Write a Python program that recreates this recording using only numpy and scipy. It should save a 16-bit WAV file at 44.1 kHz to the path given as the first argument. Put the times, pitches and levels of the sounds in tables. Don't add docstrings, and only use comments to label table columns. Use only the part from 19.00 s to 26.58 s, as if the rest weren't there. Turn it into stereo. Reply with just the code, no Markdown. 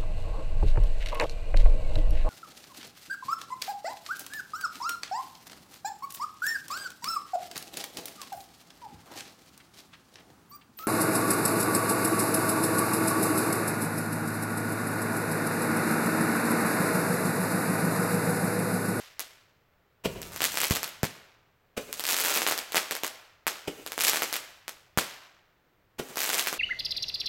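import sys
import numpy as np
from scipy import signal
from scipy.fft import rfft, irfft
from scipy.io import wavfile

SR = 44100
rng = np.random.default_rng(int(sys.argv[2]) if len(sys.argv) > 2 else 0)


def generate_wav(sig):
    pcm = np.round(np.clip(np.atleast_2d(sig).T, -1, 1) * 32767).astype(np.int16)
    wavfile.write(sys.argv[1], SR, pcm)


N = 334278
TIME_S = np.arange(N) / SR


def undb(db):
    return 10 ** (np.asarray(db) / 20)


def unit(x):
    return x / np.sqrt(np.sum(x ** 2))


def add(out, start_s, x):
    i = max(int(round(start_s * SR)), 0)
    n = max(min(x.shape[-1], out.shape[-1] - i), 0)
    out[..., i:i + n] += x[..., :n]


def colour(x, points, size=4096):
    hz, db = np.transpose(points)
    log_hz = np.log(np.fft.rfftfreq(size, 1 / SR) + 1)
    log_gain = np.log(undb(np.interp(log_hz, np.log(hz), db)))
    cepstrum = irfft(log_gain)[:size // 2]
    cepstrum[1:] *= 2
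    response = irfft(np.exp(rfft(cepstrum, size)))
    return np.apply_along_axis(lambda row: signal.fftconvolve(row, response)[:len(row)], -1, x)


# (frequency [Hz], relative density [dB])
AIR_SPECTRUM = [(25, -8), (75, -4), (125, -3.5), (220, -13.5), (500, -11.5), (1500, -14), (4000, -26.5),
                (9000, -40.5), (12000, -42.5), (16000, -31.5)]


def night_air(rms_db=-64.5, shared=0.66):
    noise = rng.standard_normal((2, N)) + shared * rng.standard_normal(N)
    return unit(colour(noise, AIR_SPECTRUM)) * np.sqrt(2 * N) * undb(rms_db)


def blast(peak_hz, bass_cut_hz=170, size=192):
    pole, bass_pole = np.exp(-2 * np.pi * np.array([peak_hz, bass_cut_hz]) / SR)
    impulse = signal.unit_impulse(size)
    return unit(signal.lfilter(np.poly([1, 1]), np.poly([pole, pole, bass_pole]), impulse))


# (band [Hz], relative density [dB], T60 [s])
YARD_BANDS = [(90, -4, 0.61), (242.3, 7, 0.45), (587, 4, 0.81), (1260, 1.5, 0.96), (2570, 1.5, 0.85),
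              (5000, 2.5, 0.72), (8700, 2.5, 0.49), (13900, -5.5, 0.57)]


def yard(x, near_db=0.5, near_decay_s=0.016, build_s=0.0047, ragged_db=3.0, size=49152):
    t = TIME_S[:size]
    bands_hz, levels_db, t60s = np.transpose(YARD_BANDS)
    log_hz = np.log(np.fft.rfftfreq(size, 1 / SR) + 1)
    clumps = np.repeat(rng.standard_normal((2, size // 48)), 48, axis=1)
    scatter = rfft(rng.standard_normal((2, size)) * undb(ragged_db * clumps))
    near = 2 * undb(near_db) * np.exp(-t / near_decay_s)
    response = 0
    for share, db, t60_s in zip(np.eye(len(bands_hz)), levels_db, t60s):
        band = irfft(scatter * np.interp(log_hz, np.log(bands_hz), share), size)
        far = undb(-60 * t / t60_s) / 2
        response = response + undb(db) * band * (near + far)
    response = unit(response * (1 - np.exp(-t / build_s)) ** 2)
    return signal.fftconvolve(x[None], response, axes=1)[:, :len(x)]


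def opening_tail(ago_s=0.11, db=6, crack_hz=2200):
    source, out = np.zeros(SR), np.zeros((2, N))
    add(source, 0, undb(db) * blast(crack_hz))
    add(out, 0, yard(source)[:, int(ago_s * SR):])
    return out


def add_with_walls(out, start_s, wave, jitter, right_db=-3.5, right_wall_s=.0067, right_wall_db=-7,
                   left_wall_s=.0118, left_wall_db=-2.5):
    left, right = out
    add(left, start_s, wave)
    add(right, start_s + abs(.00014 + .00012 * jitter[0]), undb(right_db) * wave)
    dulled = np.convolve(wave, [.5, .5])
    add(right, start_s + right_wall_s + .00018 * jitter[1], undb(right_wall_db) * dulled)
    uneven_wall = unit(rng.standard_normal(64) * np.exp(-TIME_S[:64] / .00035))
    smeared = np.convolve(wave, uneven_wall)
    add(left, start_s + left_wall_s + .00097 * jitter[2], undb(left_wall_db) * smeared)


# (time [s], relative energy [dB], shock pitch [Hz])
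STAR_BURSTS = [(0.1947, 2.5, 2060), (1.2177, -5.5, 2670), (1.362, -2, 1410), (1.406, 4, 1100),
               (1.419, 9, 1500), (1.4416, 12.5, 2300), (1.543, -0.5, 1270), (1.5731, 8, 1350),
               (1.6035, 8.5, 2250), (1.6338, 9, 1410), (1.709, 8.5, 1210), (1.7599, 4, 1660),
               (1.8312, 5, 1470), (1.8777, -7, 2200), (2.0319, 8, 930), (2.9286, -1.5, 2600),
               (2.996, 2.5, 1410), (3.0394, 4, 1890), (3.093, 7, 1790), (3.4191, 6, 974.6),
               (3.4662, 11.5, 1310), (3.4868, 7.5, 1390), (3.512, 9, 1180), (3.5778, 4.5, 1870),
               (3.7216, -1.5, 1395), (3.7457, 8, 822), (3.758, 12, 1312), (3.7687, 11, 1134),
               (3.9104, 7, 1110), (3.9525, 1, 1550), (4.035, 7, 850), (4.0664, -1, 2180),
               (4.4681, 11, 1166), (4.8636, -1, 1020), (4.9204, -2.5, 1200), (4.979, 4, 800),
               (5.0684, 4.5, 1600), (5.1337, 7, 1150), (5.1595, 8, 1720), (5.2215, 9, 1000),
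               (5.3278, 7, 1616), (5.3573, 3.5, 2010), (5.6809, -2, 1320), (5.975, 14.5, 1250),
               (7.1581, -4.5, 1360), (7.172, 5, 920), (7.191, 2, 2400), (7.2329, 6, 2200),
               (7.2923, 7.5, 1230), (7.3317, 10, 1910), (7.3822, 11, 2330), (7.3967, -1, 2280),
               (7.472, 8, 1420), (7.5283, 3.5, 740)]


def stars(typical_hz=1800, direct_db=-3, tail_db=-4.0, place_count=5, max_bursts=256):
    direct, places = np.zeros((2, N)), np.zeros((place_count, N))
    jitters = rng.standard_normal((max_bursts, 3))
    for k, ((start_s, db, hz), jitter) in enumerate(zip(STAR_BURSTS + crackle(), jitters)):
        add_with_walls(direct, start_s, undb(db) * blast(hz), jitter)
        tail_hz = np.sqrt(hz * typical_hz)
        add(places[k % place_count], start_s, undb(db) * blast(tail_hz))
    return undb(direct_db) * direct + undb(tail_db) * sum(yard(source) for source in places)


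# (frequency [Hz], gain [dB])
MUZZLE_SPECTRUM = [(60, -17), (180, 0.5), (400, -7.5), (650, -1), (1000, -7), (1700, -12.5), (2900, -8),
                   (4000, -16), (8000, -21), (15000, -31.5)]
# (time [s], pop [dB], leak lead [s], tube pitch [Hz], rumble [dB],
# sizzle [dB], sizzle peak delay [s], crackle delay [s], crackle length [s], crackle [dB])
SHOTS = [(1.057, 5, .02, 457, 4, -32.5, 0.47, 0.56, .15, -2),
         (2.778, 0, .013, 473, -11, -23, 0.58, 0.29, .32, 5),
         (4.680, 0, 0.0077, 418, -14.5, -32.5, 0.53, .32, .1, 7.5),
         (6.997, -0.5, .015, 408, -31, -31, 0.37, .215, .28, -1.5)]


def pops(open_s=.003, rise_s=0.009, fall_s=0.0081, gas_db=1.0, ring_s=0.0029, ring_db=-1,
         clack_hz=3040, clack_s=.002, clack_db=-11,
         direct_db=-4, tail_db=-7, house_s=0.098, house_db=-16):
    out = np.zeros((2, N))
    for exit_s, db, leak_s, tube_hz, *_ in SHOTS:
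        t = TIME_S[:SR] - leak_s
        after_s = np.maximum(t, 0)
        opening = 1 - np.exp(-TIME_S[:SR] / open_s)
        surge = np.exp(np.minimum(t / rise_s, -t / fall_s))
        gas = colour(rng.standard_normal(SR) * opening * surge, MUZZLE_SPECTRUM)
        ring = np.sin(2 * np.pi * tube_hz * after_s) * np.exp(-after_s / ring_s)
        clack = np.sin(2 * np.pi * clack_hz * after_s) * np.exp(-after_s / clack_s)
        pop = undb(gas_db) * unit(gas) + undb(ring_db) * unit(ring) + undb(clack_db) * unit(clack)
        pop *= undb(db)
        echoes = yard(pop)
        add(out, exit_s - leak_s, undb(direct_db) * pop + undb(tail_db) * echoes)
        house_echo = colour(echoes, [(100, -1.0), (2500, 3.0), (9000, -15)])
        add(out, exit_s - leak_s + house_s, undb(house_db) * house_echo)
    return out


def rumble(boom_s=0.012, roll_s=0.32, roll_db=-13, edge_hz=190):
    out, t = np.zeros((2, N)), TIME_S[:SR]
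    envelope = np.exp(-t / boom_s) + undb(roll_db) * np.exp(-t / roll_s)
    spectrum = [(20, -12), (50, 0), (edge_hz, 0), (3 * edge_hz, -22), (4000, -60)]
    for exit_s, _, _, _, db, *_ in SHOTS:
        boom = unit(colour(rng.standard_normal(SR) * envelope, spectrum))
        add(out, exit_s - .005, undb(db) / 2 * boom)
    return out


def sizzle(sparks_per_s=260, scatter_db=4.5, spark_hz=1900, size_count=3, rise_s=0.18, fall_s=0.1,
           ignite_s=0.018, flame_db=-47, flame_s=0.23, tail_db=-4):
    spark_gain, flame_gain = np.zeros(N), np.zeros(N)
    age_s = TIME_S[:2 * SR]
    lit = np.clip(age_s / ignite_s, 0, 1)
    for exit_s, _, _, _, _, db, peak_s, *_ in SHOTS:
        swell = np.exp(np.minimum((age_s - peak_s) / rise_s, (peak_s - age_s) / fall_s))
        add(spark_gain, exit_s, lit * undb(db) * swell)
        add(flame_gain, exit_s, lit * undb(flame_db) * np.exp(-(age_s / flame_s) ** 2))
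    direct, source = np.zeros((2, N)), np.zeros(N)
    for hz in spark_hz * np.geomspace(.5, 2, size_count):
        fires = rng.random(N) < sparks_per_s / size_count / SR
        sparks = fires * undb(scatter_db * np.minimum(rng.exponential(size=N), 3))
        burn = unit(sparks) * np.sqrt(N) * spark_gain + flame_gain * rng.standard_normal(N)
        ticks = np.convolve(burn, blast(hz))[:N] / np.sqrt(size_count)
        add_with_walls(direct, 0, ticks, rng.standard_normal(3))
        source += ticks
    return direct / 2 + undb(tail_db) * yard(source)


def crackle(cracks_per_s=55, uneven=.35, scatter_db=3.5, start_hz=2100, sag_hz_per_s=700,
            pitch_spread=.22, max_stars=32):
    cracks = []
    for exit_s, *_, delay_s, length_s, db in SHOTS:
        for k, (late, loud, bright) in enumerate(rng.standard_normal((max_stars, 3))):
            age_s = (k + uneven * late) / cracks_per_s
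            if age_s < length_s:
                hz = (start_hz - sag_hz_per_s * age_s) * np.exp(pitch_spread * bright)
                cracks.append((exit_s + delay_s + age_s, db + scatter_db * loud, hz))
    return cracks


# (time [s], pitch [Hz], level [dB], decay [s])
OVERLOAD_THUMPS = [(1.7093, 83, -1.5, 0.0037), (2.033, 124, -5, 0.0048), (5.9747, 109, -5, 0.0028)]


def overload_thumps(attack_s=0.000067, right_db=-22, tail_db=-14):
    left, t = np.zeros(N), TIME_S[:SR // 10]
    for start_s, hz, db, decay_s in OVERLOAD_THUMPS:
        envelope = np.exp(-t / decay_s) * (1 - np.exp(-t / attack_s))
        add(left, start_s, undb(db) * np.cos(2 * np.pi * hz * t + .5) * envelope)
    return np.array([left, undb(right_db) * left]) + undb(tail_db) * yard(left)


def scene():
    return pops() + rumble() + sizzle() + stars() + opening_tail() + overload_thumps() + night_air()


# (frequency [Hz], gain [dB])
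MIC_RESPONSE = [(100, -1.5), (400, 0.5), (1000, -3), (2200, -1), (4000, -1.5), (6000, -0.5), (8200, 1.5),
                (9400, -1.5), (12000, 6.5), (15500, 3.5)]


def record(dry, ceiling=1.0, clip_above_hz=400, top_hz=15900):
    heard = colour(dry, MIC_RESPONSE)
    excess = heard - heard / (1 + (heard / ceiling) ** 4) ** .25
    highpass = signal.butter(2, clip_above_hz, "high", fs=SR, output="sos")
    lowpass = signal.ellip(10, .2, 80, top_hz, fs=SR, output="sos")
    shaved = heard - signal.sosfilt(highpass, excess)
    return signal.sosfilt(lowpass, shaved)


dry = scene()
out = record(dry)
generate_wav(out)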